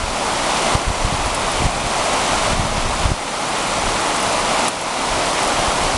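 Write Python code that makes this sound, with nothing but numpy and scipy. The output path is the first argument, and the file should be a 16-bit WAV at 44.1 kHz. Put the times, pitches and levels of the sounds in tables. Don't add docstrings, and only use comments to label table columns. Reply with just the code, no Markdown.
import sys
import numpy as np
from scipy import signal
from scipy.fft import rfft, irfft, next_fast_len
from scipy.io import wavfile
from scipy.ndimage import uniform_filter1d, map_coordinates

SR = 44100
rng = np.random.default_rng(int(sys.argv[2]) if len(sys.argv) > 2 else 0)


def to_wav(sig):
    pcm = np.clip(np.atleast_2d(sig), -1, 1) * 32767
    pcm = np.round(pcm).astype(np.int16)
    wavfile.write(sys.argv[1], SR, pcm.T)


def voltage_ratio(level):
    return 10 ** (np.asarray(level, float) / 20)


N = 263314


def unit(x):
    return x / np.sqrt(np.mean(x ** 2) + 1e-20)


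def wobble(rate):
    values = rng.standard_normal(int(N * rate / SR) + 4)
    return map_coordinates(values, [np.arange(N) * rate / SR])


def coloured(x, points):
    padded = next_fast_len(N + 8192)
    hz, db = np.transpose(points)
    bins_hz = np.fft.rfftfreq(padded, 1 / SR)
    gain_db = np.interp(np.log(bins_hz + 1), np.log(hz), db)
    return irfft(rfft(x, padded) * voltage_ratio(gain_db), padded)[..., :N]


def drops(colour, per_second, spread_db, far_db, patchy_db):
    when, size, push = rng.random(N), rng.exponential(size=N), rng.standard_normal(N)
    near = (when < per_second / SR) * voltage_ratio(spread_db * np.minimum(size, 4)) * push
    far = voltage_ratio(far_db) * rng.standard_normal(N)
    spectrum = signal.stft(unit(near) + far, nperseg=512)[2]
    patches = uniform_filter1d(rng.standard_normal(spectrum.shape), size=8, axis=0)
    patches = uniform_filter1d(patches, size=10, axis=1)
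    patchy = signal.istft(spectrum * voltage_ratio(patchy_db * unit(patches)), nperseg=512)[1][:N]
    return unit(coloured(patchy, colour))


# (time [s], level [dB])
DOWNPOUR = [
    (0, -23),
    (.55, -21.5),
    (1.3, -23.5),
    (2.3, -21.5),
    (2.8, -24),
    (3.5, -22.5),
    (4.0, -24),
    (4.55, -23),
    (5.15, -21.5),
    (5.97, -23),
]
# (frequency [Hz], level [dB])
SHEET_COLOUR = [(60, -28), (110, -11.5), (220, -6.5), (320, -6.5), (460, -7), (630, -1), (850, -1.5),
                (1050, -2.5), (1400, -7), (1700, -18), (2400, -46)]
# (frequency [Hz], level [dB])
HISS_COLOUR = [(900, -25), (1500, -6), (2050, -0.5), (3000, -2.5), (4500, -5.5), (5600, -7), (6100, -6.5),
               (7000, -16), (8500, -19)]
# (frequency [Hz], level [dB])
SPRAY_COLOUR = [(4500, -33), (6200, -5.5), (7000, 1), (9500, -1), (12000, -1.5), (20000, -11.5)]


def rain():
    strength_db = np.interp(np.arange(N) / SR, *np.transpose(DOWNPOUR))
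    surge_db = 0.12 * wobble(9) + 0.2 * wobble(30)
    boom = voltage_ratio(4.6) * drops(SHEET_COLOUR, per_second=3000, spread_db=2.5, far_db=9, patchy_db=0.25)
    hiss = voltage_ratio(0.88) * drops(HISS_COLOUR, per_second=2500, spread_db=5.5, far_db=11, patchy_db=0.37)
    spray = voltage_ratio(-3.5) * drops(SPRAY_COLOUR, per_second=990, spread_db=3, far_db=6.0, patchy_db=0.4)
    return voltage_ratio(strength_db - 2.0 + surge_db) * (boom + hiss + spray)


# (time [s], level [dB], rise time [s])
GUSTS = [(0.05, -19, .6), (0.757, -15.5, 0.069), (0.882, -10, 0.04), (1.05, -20, .1), (1.14, -20.5, .25),
         (1.27, -17, .12), (1.66, -20, 0.42), (1.78, -23, .06), (1.86, -19, .08), (2.002, -26, .1),
         (2.62, -18.5, 0.41), (2.84, -21, .3), (3.11, -13, 0.19), (3.87, -23, .15), (3.978, -27, .06),
         (4.268, -25, 0.032), (4.442, -33, 0.081), (5.15, -28, .35), (5.62, -25, .12), (5.85, -24, .12),
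         (5.95, -25, .15)]
# (frequency [Hz], level [dB])
RUMBLE_COLOUR = [(10, -34), (25, 1), (60, -7), (120, -13.5), (250, -18), (500, -48.5)]


def buffeting():
    calm_db, swell_db = -36, 18.5
    fall_per_rise = 0.45
    t = np.arange(N) / SR
    strength = voltage_ratio(calm_db)
    for crest_s, db, rise_s in GUSTS:
        distance = np.maximum(crest_s - t, (t - crest_s) / fall_per_rise) / rise_s
        strength = strength + voltage_ratio(db - swell_db * distance)
    rumble = coloured(rng.standard_normal(N), RUMBLE_COLOUR)
    return voltage_ratio(-4.5) * strength * unit(voltage_ratio(2.2 * wobble(25)) * rumble)


# (time [s], level [dB], width [ms])
PUFFS = [(0.04, -9.5, 4.8), (0.752, -4.5, 2.9), (0.881, -13, 3.7), (0.905, -7, 4), (1.05, -5.5, 3.9),
         (1.126, -8, 2.4), (1.147, -10, 3.1), (1.262, -13, 5), (1.556, -16, 13), (1.605, -11, 3.5),
         (1.622, -7, 1.4), (1.644, -9, 3.3), (1.657, -7.5, 4.4), (1.664, -5.5, 2.9), (2.533, -8, 2.4),
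         (2.597, -6, 3), (2.653, -9, 2.6), (2.756, -12, 7.8), (2.781, -10.5, 2.4), (2.843, -10, 17),
         (3.003, -13, 3.3), (3.038, -16, 2.9), (3.057, -5.5, 4.5), (3.091, -7, 4.3), (3.104, -12, 1.4),
         (3.117, -2.5, 2.7), (3.842, -16, 6), (5.597, -14, 1.5), (5.683, -15, 5), (5.95, -14, 4.3)]


def wind_thumps():
    t = np.arange(N) / SR
    out = np.zeros(N)
    for s, db, width_ms in PUFFS:
        span = slice(round((s - .04) * SR), round((s + .08) * SR))
        u = (t[span] - s) / (width_ms * 0.0005)
        bump = np.exp(-np.abs(u) ** 1.34)
        rebound = 0.58 * np.exp(-((u - 2.6) / 1.9) ** 2)
        early_dip = 0.15 * np.exp(-((u + 2.0) / 1.14) ** 2)
        out[span] += voltage_ratio(db - 1.0) * (bump - rebound - early_dip)
    return out


# (time [s], level [dB])
TICKS = [(0.1779, -18), (1.039, -29), (1.2595, -22), (1.3454, -18), (1.3488, -13.5), (1.5178, -18),
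         (3.487, -19), (3.5842, -17), (3.6715, -20), (4.2028, -19), (4.228, -16), (4.683, -9.5),
         (4.8131, -16), (5.0466, -40), (5.4322, -16), (5.4759, -17), (5.5937, -19), (5.9495, -21)]


def ticks():
    peak_s = .00008
    out, t = np.zeros(N + 2000), np.arange(1500) / SR
    for s, db in TICKS:
        hz = 9600 - 110 * (db + 8)
        hz *= 1 + .02 * rng.standard_normal()
        ping = np.sin(2 * np.pi * hz * t) * (t / peak_s) * np.exp(1 - t / peak_s)
        bright_noise = np.diff(rng.standard_normal(len(t) + 2), n=2) / 2
        splash = voltage_ratio(-12.5 - 60 * t / 0.074) * bright_noise
        start = round((s - .00015) * SR)
        out[start:start + len(t)] += voltage_ratio(db + 10.0) * (ping + splash)
    lag = round(.0042 * SR)
    first_echo = voltage_ratio(-19) * np.roll(out, lag)
    second_echo = voltage_ratio(-16) * np.roll(out, 2 * lag)
    return (out + first_echo + second_echo)[:N]


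def scene():
    return (rain() + buffeting() + wind_thumps() + ticks())[None]


# (frequency [Hz], level [dB])
MICROPHONE_COLOUR = [(5, -20), (22, 1), (10150, 0.5), (10500, -4), (11000, -15.5), (11600, -15.5),
                     (11900, -20), (12300, -40), (14000, -70)]


def microphone(sound):
    return coloured(sound, MICROPHONE_COLOUR)


# (time [s], depth [dB])
DUCKS = [(-0.1, 5), (0.754, 4), (1.05, 0.6), (1.27, 0.5), (1.66, 3), (2.53, 3), (2.68, -0.5), (2.8, 0.5),
         (3.06, 2.5), (3.118, 2.5), (3.85, -1), (4.683, 6)]


def gain_control():
    grip_s, hold_s, creep_s = 0.0081, .16, 0.35
    t = np.arange(N) / SR
    cut_db = np.zeros(N)
    for s, depth_db in DUCKS:
        since = np.maximum(t - s, 0)
        fall = 1 - np.exp(-since / grip_s)
        creep_back = np.exp(-np.maximum(since - hold_s, 0) / creep_s)
        cut_db += depth_db * fall * creep_back
    return voltage_ratio(-cut_db)


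def overload(x):
    return x / (1 + np.abs(x / .72) ** 6) ** (1 / 6)


def top_cut(x):
    return signal.sosfilt(signal.butter(12, 12060, fs=SR, output="sos"), x)


def record(dry):
    mix = overload(microphone(dry) * gain_control())
    return top_cut(mix)


dry = scene()
out = record(dry)
to_wav(out)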